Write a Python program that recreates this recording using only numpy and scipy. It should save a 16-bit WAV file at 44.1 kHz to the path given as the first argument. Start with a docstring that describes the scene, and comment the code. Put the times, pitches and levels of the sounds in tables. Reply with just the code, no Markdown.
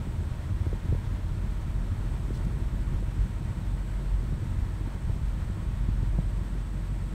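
"""Inside a vehicle rolling past woodland, with a side window open.
The engine gains a little speed and settles into a low drone, its firing pulses booming in the cabin.
Under it the road rumbles and gusts pump the cabin air; tyres and wind rush in through the window.
Eddies thump on the microphone, something briefly brushes past it, and a faint electric whine holds steady.
"""
import sys
import numpy as np
from scipy import signal
from scipy.fft import rfft, irfft
from scipy.io import wavfile
from scipy.ndimage import uniform_filter1d

SR = 44100
rng = np.random.default_rng(int(sys.argv[2]) if len(sys.argv) > 2 else 0)


def log_audio(samples):
    """Write samples as a 16-bit WAV file to the path given in sys.argv[1]."""
    # one column per channel
    frames = np.atleast_2d(samples).T
    # limit to full scale, then quantise
    limited = np.clip(frames, -1, 1)
    pcm = np.round(limited * 32767).astype(np.int16)
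    wavfile.write(sys.argv[1], SR, pcm)


N = 314874
TIME, BINS = np.arange(N) / SR, np.fft.rfftfreq(N, 1 / SR)

# upper engine orders (multiple of the firing rate, level [dB])
ENGINE_ORDERS = [(3, -48.5), (4, -52.5), (5, -55)]
# tone of the road rumble (frequency [Hz], relative level [dB])
RUMBLE_EQ = [(25, -51), (45, -2.5), (62, 2.5), (78, 0.5), (102, 2.5), (135, -6), (185, -9.5), (255, -19.5),
             (350, -21), (470, -31.5), (800, -54.5), (2000, -90)]
# tyre growl as the road surface changes (time [s], lift [dB])
ROAD_SURFACE = [(0, 0.5), (1.2, -1.5), (1.8, 0), (2.1, 2.5), (3.3, 0.5), (3.75, -1), (4.4, 1), (4.8, -1),
                (5.3, -2), (5.6, 0), (6.4, 1), (7.14, -2.5)]
# slipstream turbulence at the open window (time [s], lift [dB])
SLIPSTREAM = [(0, -4), (.4, -1.5), (1.2, 0), (2.7, 0.5), (3.5, 1), (4.0, -5), (4.4, 3.5), (4.8, 0.5),
              (5.3, .5), (6.05, 2.5), (6.5, -5), (7.14, -4)]
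# gusts and lulls (time [s], length [s], lift [dB])
GUSTS_AND_LULLS = [(.05, 0.045, -7), (.2, .04, 8), (.3, 0.017, -19), (.42, 0.091, -5), (.56, 0.15, 8),
                   (.81, 0.05, -16), (.92, 0.043, 15), (2.95, 0.11, 4.5), (3.14, 0.036, -11),
                   (3.22, 0.045, 10), (3.35, 0.088, -4), (3.5, 0.037, 3), (4.15, 0.1, 7),
                   (4.56, 0.049, 5.5), (4.76, 0.021, -6), (4.92, 0.13, -10), (5.07, 0.093, 3.5),
                   (7.1, 0.026, -18)]
# tone of the deep cabin surges (frequency [Hz], relative level [dB])
BUFFET_EQ = [(12, -30), (21, -12), (26, 2.5), (30, 5.5), (36, 4.5), (45, 10.5), (62, 0), (78, -14),
             (140, -22), (400, -105)]
# tone of the tyres and air (frequency [Hz], relative level [dB])
RUSH_EQ = [(100, 0), (350, -3.5), (600, 1), (720, -2.5), (1050, -1.5), (1800, -6.5), (2800, -12),
           (3300, -12.5), (4400, -16.5), (4900, -14.5), (5600, -20), (9000, -23), (10300, -25.5),
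           (15700, -31)]
# resonances and notches in the rush (frequency [Hz], width [Hz], lift [dB])
RUSH_RESONANCES = [(925, 41, 4.5), (1194, 37, -6), (2800, 41, -4.5), (4926, 380, -6.5), (10500, 690, -4.5)]
# swells of the tyre roar (time [s], length [s], lift [dB])
ROAR_SWELLS = [(.5, .18, 0), (1.05, 0.16, 0.3), (2.1, 1, .5), (2.9, 0.18, 1), (4.76, 0.074, 0.7),
               (4.92, 0.19, 2), (5.5, 0.52, 1.2), (6.72, .12, -0.5)]
# strong eddies (time [s], push level [dB], push pitch [Hz], flap level [dB], flap pitch [Hz], wake [dB])
STRONG_EDDIES = [(.072, -33, 120, -29.5, 278, -45), (0.521, -22.5, 91, -46, 260, -60),
                 (.668, -20, 90, -30, 350, -42), (.731, -29, 150, -24, 385, -39.5),
                 (0.89, -20.5, 100, -32, 240, -52), (0.927, -15.5, 120, -24.5, 390, -40),
                 (.951, -26, 120, -28, 380, -47), (1.679, -20, 120, -30.5, 250, -47),
                 (2.307, -25.5, 152, -26.5, 345, -47), (2.467, -19.5, 125, -35, 258, -57),
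                 (2.923, -21, 129, -34, 218, -51), (3.026, -34, 120, -35, 400, -48),
                 (3.18, -32, 150, -40, 240, -52), (4.325, -28, 131, -31, 290, -59),
                 (4.43, -33, 120, -39, 400, -50), (4.876, -27, 140, -27, 237, -56),
                 (5.098, -16.5, 79, -33, 426, -64), (5.499, -20.5, 130, -34, 268, -57),
                 (5.573, -22, 119, -35, 398, -49), (5.887, -20.5, 148, -31, 268, -53),
                 (6.032, -17.5, 101, -29, 318, -58), (6.1879, -15, 120, -29.5, 585, -52)]
# tone of an eddy's wake (frequency [Hz], relative level [dB])
WAKE_EQ = [(120, -26), (250, 11), (520, -11), (750, -13), (1500, -27), (4000, -70)]
# soft scuffs (time [s], length [s], level [dB], resonance [Hz], resonance lift [dB])
SCUFFS = [(2.355, 0.033, -54, 4150, 15), (2.375, .012, -56, 8000, 9), (2.451, 0.012, -57, 6200, 6)]
# tone of a scuff (frequency [Hz], relative level [dB])
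SCUFF_EQ = [(2000, -28), (3300, 4), (4100, -4), (5000, 0), (8000, -3), (12000, -14), (16000, -13)]
# electric motor partials (multiple of the fundamental, level [dB])
WHINE_PARTIALS = [(1, -58), (2, -68.5), (3, -80), (4, -75), (6, -71)]
# flares of the thin hiss (time [s], length [s], lift [dB])
HISS_FLARES = [(.145, 0.027, 7), (.63, .08, -4), (.89, 0.054, 4), (2.2, .5, 2), (2.448, .02, 8),
               (5.2, .35, 2)]
# tone of the narrow hiss at the window edge (frequency [Hz], relative level [dB])
SIBILANT_EQ = [(6000, -40), (7200, -13.5), (7750, -6), (8250, -3), (8700, -10), (9600, -29), (10500, -39)]
# fader ride of that narrow hiss (time [s], level [dB])
SIBILANT_RIDE = [(0, -67.5), (1.1, -71), (1.8, -69), (2.15, -67), (2.7, -68.5), (3.2, -67.5), (4.05, -67.5),
                 (4.8, -68), (5.4, -67.5), (6, -68.5), (6.4, -67.8), (7.14, -66.5)]
# window gap resonances (frequency [Hz], width [Hz], peak level [dB], peak time [s], length [s])
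GAP_RESONANCES = [(10700, 340, -80.5, 2.2, 3.0), (11520, 300, -85, 2.3, 6.5)]

START_HZ, CRUISE_HZ, SETTLE_S = 40.2, 46.49, 2.1  # engine firing rate
BOOM_HZ, BOOM_WIDTH_HZ = 49.2, 13.7  # cabin resonance
DRONE_DB, DRONE_SWELL_DB_PER_S = -32.5, 0.47  # ahead of the cabin resonance
OCTAVE_DB, LOAD_LIFT_DB, THROTTLE_EASE_S = -48, 10.5, 2.05
ROAD_DB, BUFFET_DB, HISS_DB = -33.5, -36, -78  # base levels
RUSH_DB, RUSH_FADE_DB_PER_S = -49.5, 0.13
GROWL_ABOVE_HZ, ROAR_BELOW_HZ = 118, 2600  # crossovers
THROB_DB, THROB_PER_S = 1.5, 27  # irregular pulsing of the slipstream
# share of a gust's lift that each layer takes
DRONE_GUST_SHARE, BOTTOM_GUST_SHARE, GROWL_GUST_SHARE, BUFFET_GUST_SHARE = 0.61, 0.71, 0.24, 0.83
WAKE_S, WAKE_LEAD_S = 0.013, 0.0014  # the wake peaks just ahead of its eddy
WHINE_HZ, SCUFF_WIDTH_HZ, HIGH_CUT_HZ = 316.7, 450, 15720


def engine(gust_db):
    """The drone grows as the firing rate nears the cabin's boom; its octave drops as the load eases."""
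    firing_hz = START_HZ + (CRUISE_HZ - START_HZ) * np.tanh(TIME / SETTLE_S)
    turns = np.cumsum(firing_hz * (1 + 0.0034 * drift(rate=4.3))) / SR
    cabin_gain = 1 / (1 + (2 * (firing_hz - BOOM_HZ) / BOOM_WIDTH_HZ) ** 2)
    drone = amp(DRONE_DB + DRONE_SWELL_DB_PER_S * TIME) * cabin_gain * tone(turns)
    load = .5 - .5 * np.tanh(2 * (TIME - THROTTLE_EASE_S))
    octave = amp(OCTAVE_DB + LOAD_LIFT_DB * load) * tone(2 * turns)
    upper = sum(amp(db + 0.66 * drift(rate=4.3)) * tone(k * turns) for k, db in ENGINE_ORDERS)
    flutter = amp(DRONE_GUST_SHARE * gust_db + 0.52 * drift(rate=2.6))
    return (drone + octave) * flutter + upper


def road(turbulence_db, gust_db):
    """Wind and road rumble: the bottom end rides the turbulence, the growl rides the road surface."""
    rumble = steady(noise(contour(RUMBLE_EQ)))
    bottom = lowpass(rumble, GROWL_ABOVE_HZ, slope=8)
    growl = amp(follow(ROAD_SURFACE) + GROWL_GUST_SHARE * gust_db) * (rumble - bottom)
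    return amp(ROAD_DB) * (amp(turbulence_db + BOTTOM_GUST_SHARE * gust_db) * bottom + growl)


def buffet(turbulence_db, gust_db):
    """Gusts at the open window pump the cabin air in deep surges."""
    return amp(BUFFET_DB + turbulence_db + BUFFET_GUST_SHARE * gust_db) * steady(noise(contour(BUFFET_EQ)))


def rush():
    """Tyre roar and air hiss through the window, fluttering a little in the slipstream."""
    air = noise(contour(RUSH_EQ) + sum(bell(hz, width, db) for hz, width, db in RUSH_RESONANCES))
    roar = lowpass(air, ROAR_BELOW_HZ, slope=4)
    level_db = RUSH_DB - RUSH_FADE_DB_PER_S * TIME + 0.43 * drift(rate=20)
    return amp(level_db) * (air - roar + amp(humps(ROAR_SWELLS)) * roar)


def eddies():
    """Each eddy gives a slow push, a quicker flap and a ragged wake as it crosses the microphone."""
    out, wake_noise = np.zeros(N), noise(contour(WAKE_EQ))
    for s, push_db, push_hz, flap_db, flap_hz, wake_db in STRONG_EDDIES + weak_eddies():
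        near = abs(TIME - s) < .04
        t = TIME[near] - s
        push = amp(push_db) * puff(t - .003, push_hz, cycles=0.47)
        flap = amp(flap_db) * puff(t, flap_hz, cycles=0.61)
        wake = amp(wake_db) * np.exp(-(2 * (t + WAKE_LEAD_S) / WAKE_S) ** 2) * wake_noise[near]
        out[near] += push + flap + wake
    return out


def weak_eddies(per_s=3.2, push_db=-27.5, push_hz=117, flap_db=-37, flap_hz=257, wake_db=-51):
    """Light thumps, random in time and flap pitch, as rows like those of STRONG_EDDIES."""
    times = TIME[rng.random(N) < per_s / SR]
    pitches = flap_hz * 2 ** (0.25 * rng.standard_normal(len(times)))
    return [(s, push_db, push_hz, flap_db, hz, wake_db) for s, hz in zip(times, pitches)]


def scuffs():
    """Something brushes the microphone, each soft touch with its own scraping resonance."""
    return sum(humps([(s, length, amp(db))]) * noise(contour(SCUFF_EQ) + bell(hz, SCUFF_WIDTH_HZ, lift_db))
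               for s, length, db, hz, lift_db in SCUFFS)


def whine():
    """A small electric motor sings faintly at a near-constant speed."""
    turns = np.cumsum(WHINE_HZ * (1 + 0.00093 * drift(rate=8.7))) / SR
    return sum(amp(db + drift(rate=3.8)) * tone(k * turns) for k, db in WHINE_PARTIALS)


def edge_hiss():
    """Air over the window edge: a thin, gusty hiss and a narrow sibilant band."""
    thin_eq = contour([(2500, -30), (5000, 6), (11000, 7), (15700, 2)])
    thin = amp(HISS_DB + humps(HISS_FLARES) + 1.7 * drift(rate=11)) * noise(thin_eq)
    sibilant = amp(follow(SIBILANT_RIDE) + 0.42 * drift(rate=17)) * noise(contour(SIBILANT_EQ))
    return thin + sibilant


def gap_sizzle():
    """Airflow excites faint, high resonances in the window gap that slowly come and go."""
    out = np.zeros(N)
    for hz, width, db, s, length in GAP_RESONANCES:
        resonance_db = -20 * np.log10(1 + (2 * (BINS - hz) / width) ** 2)
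        out += humps([(s, length, amp(db))]) * noise(resonance_db)
    return out


def amp(db):
    """Decibels to gain."""
    return 10 ** (np.asarray(db) / 20)


def unit(x):
    """Scales to rms 1."""
    return x / np.sqrt(np.mean(x ** 2) + 1e-20)


def follow(rows):
    """A fader ride through (time [s], level [dB]) points."""
    return np.interp(TIME, *np.transpose(rows))


def humps(rows):
    """A smooth rise and fall for each (time [s], length [s], height), summed."""
    return sum(height * np.exp(-(2 * (TIME - s) / length) ** 2) for s, length, height in rows)


def contour(points):
    """An EQ curve in dB, joined on a log-frequency axis."""
    hz, db = np.transpose(points)
    return np.interp(np.log(BINS + 1), np.log(hz), db)


def bell(hz, width, db):
    """A bell-shaped EQ boost or cut in dB."""
    return db * np.exp(-2 * ((BINS - hz) / width) ** 2)


def lowpass(x, hz, slope):
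    """Rolls off the top by 6 dB an octave for each step of slope."""
    return irfft(rfft(x) / (1 + (BINS / hz) ** slope), N)


def noise(eq_db):
    """Noise of rms 1 with the given colour."""
    return unit(irfft(rfft(rng.standard_normal(N)) * amp(eq_db), N))


def steady(x):
    """Evens out the slow swells of a noise and keeps its fast grain."""
    return x / np.sqrt(uniform_filter1d(x ** 2, size=4000) + 1e-9)


def drift(rate):
    """Random wobble of rms 1, up to about rate cycles a second."""
    return unit(irfft(rfft(rng.standard_normal(N)) * np.exp(-(BINS / rate) ** 2) * (BINS > 0), N))


def tone(turns):
    """A sine of rms 1 that starts anywhere in its cycle."""
    return np.sqrt(2) * np.sin(2 * np.pi * (turns + rng.random()))


def puff(t, hz, cycles):
    """One swing of air pressure with a small rebound."""
    return np.exp(-(t * hz / cycles) ** 2) * np.sin(2 * np.pi * hz * t)


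def scene():
    """The mono mix at the window seat; the same gusts move the drone, the rumble and the surges."""
    turbulence_db = follow(SLIPSTREAM)
    gust_db = humps(GUSTS_AND_LULLS) + THROB_DB * drift(rate=THROB_PER_S)
    low_bed = road(turbulence_db, gust_db) + buffet(turbulence_db, gust_db)
    mix = engine(gust_db) + whine() + low_bed + rush() + edge_hiss() + gap_sizzle() + scuffs() + eddies()
    return mix[None]


def record(dry):
    """Click-free 2 ms fades at both ends, then a steep high cut."""
    fades = np.minimum(np.minimum(TIME, TIME[-1] - TIME) / .002, 1)
    high_cut = signal.firwin(1023, HIGH_CUT_HZ, window=("kaiser", 9), fs=SR)
    return signal.oaconvolve(dry * fades, high_cut[None], "same")


dry = scene()
out = record(dry)
log_audio(out)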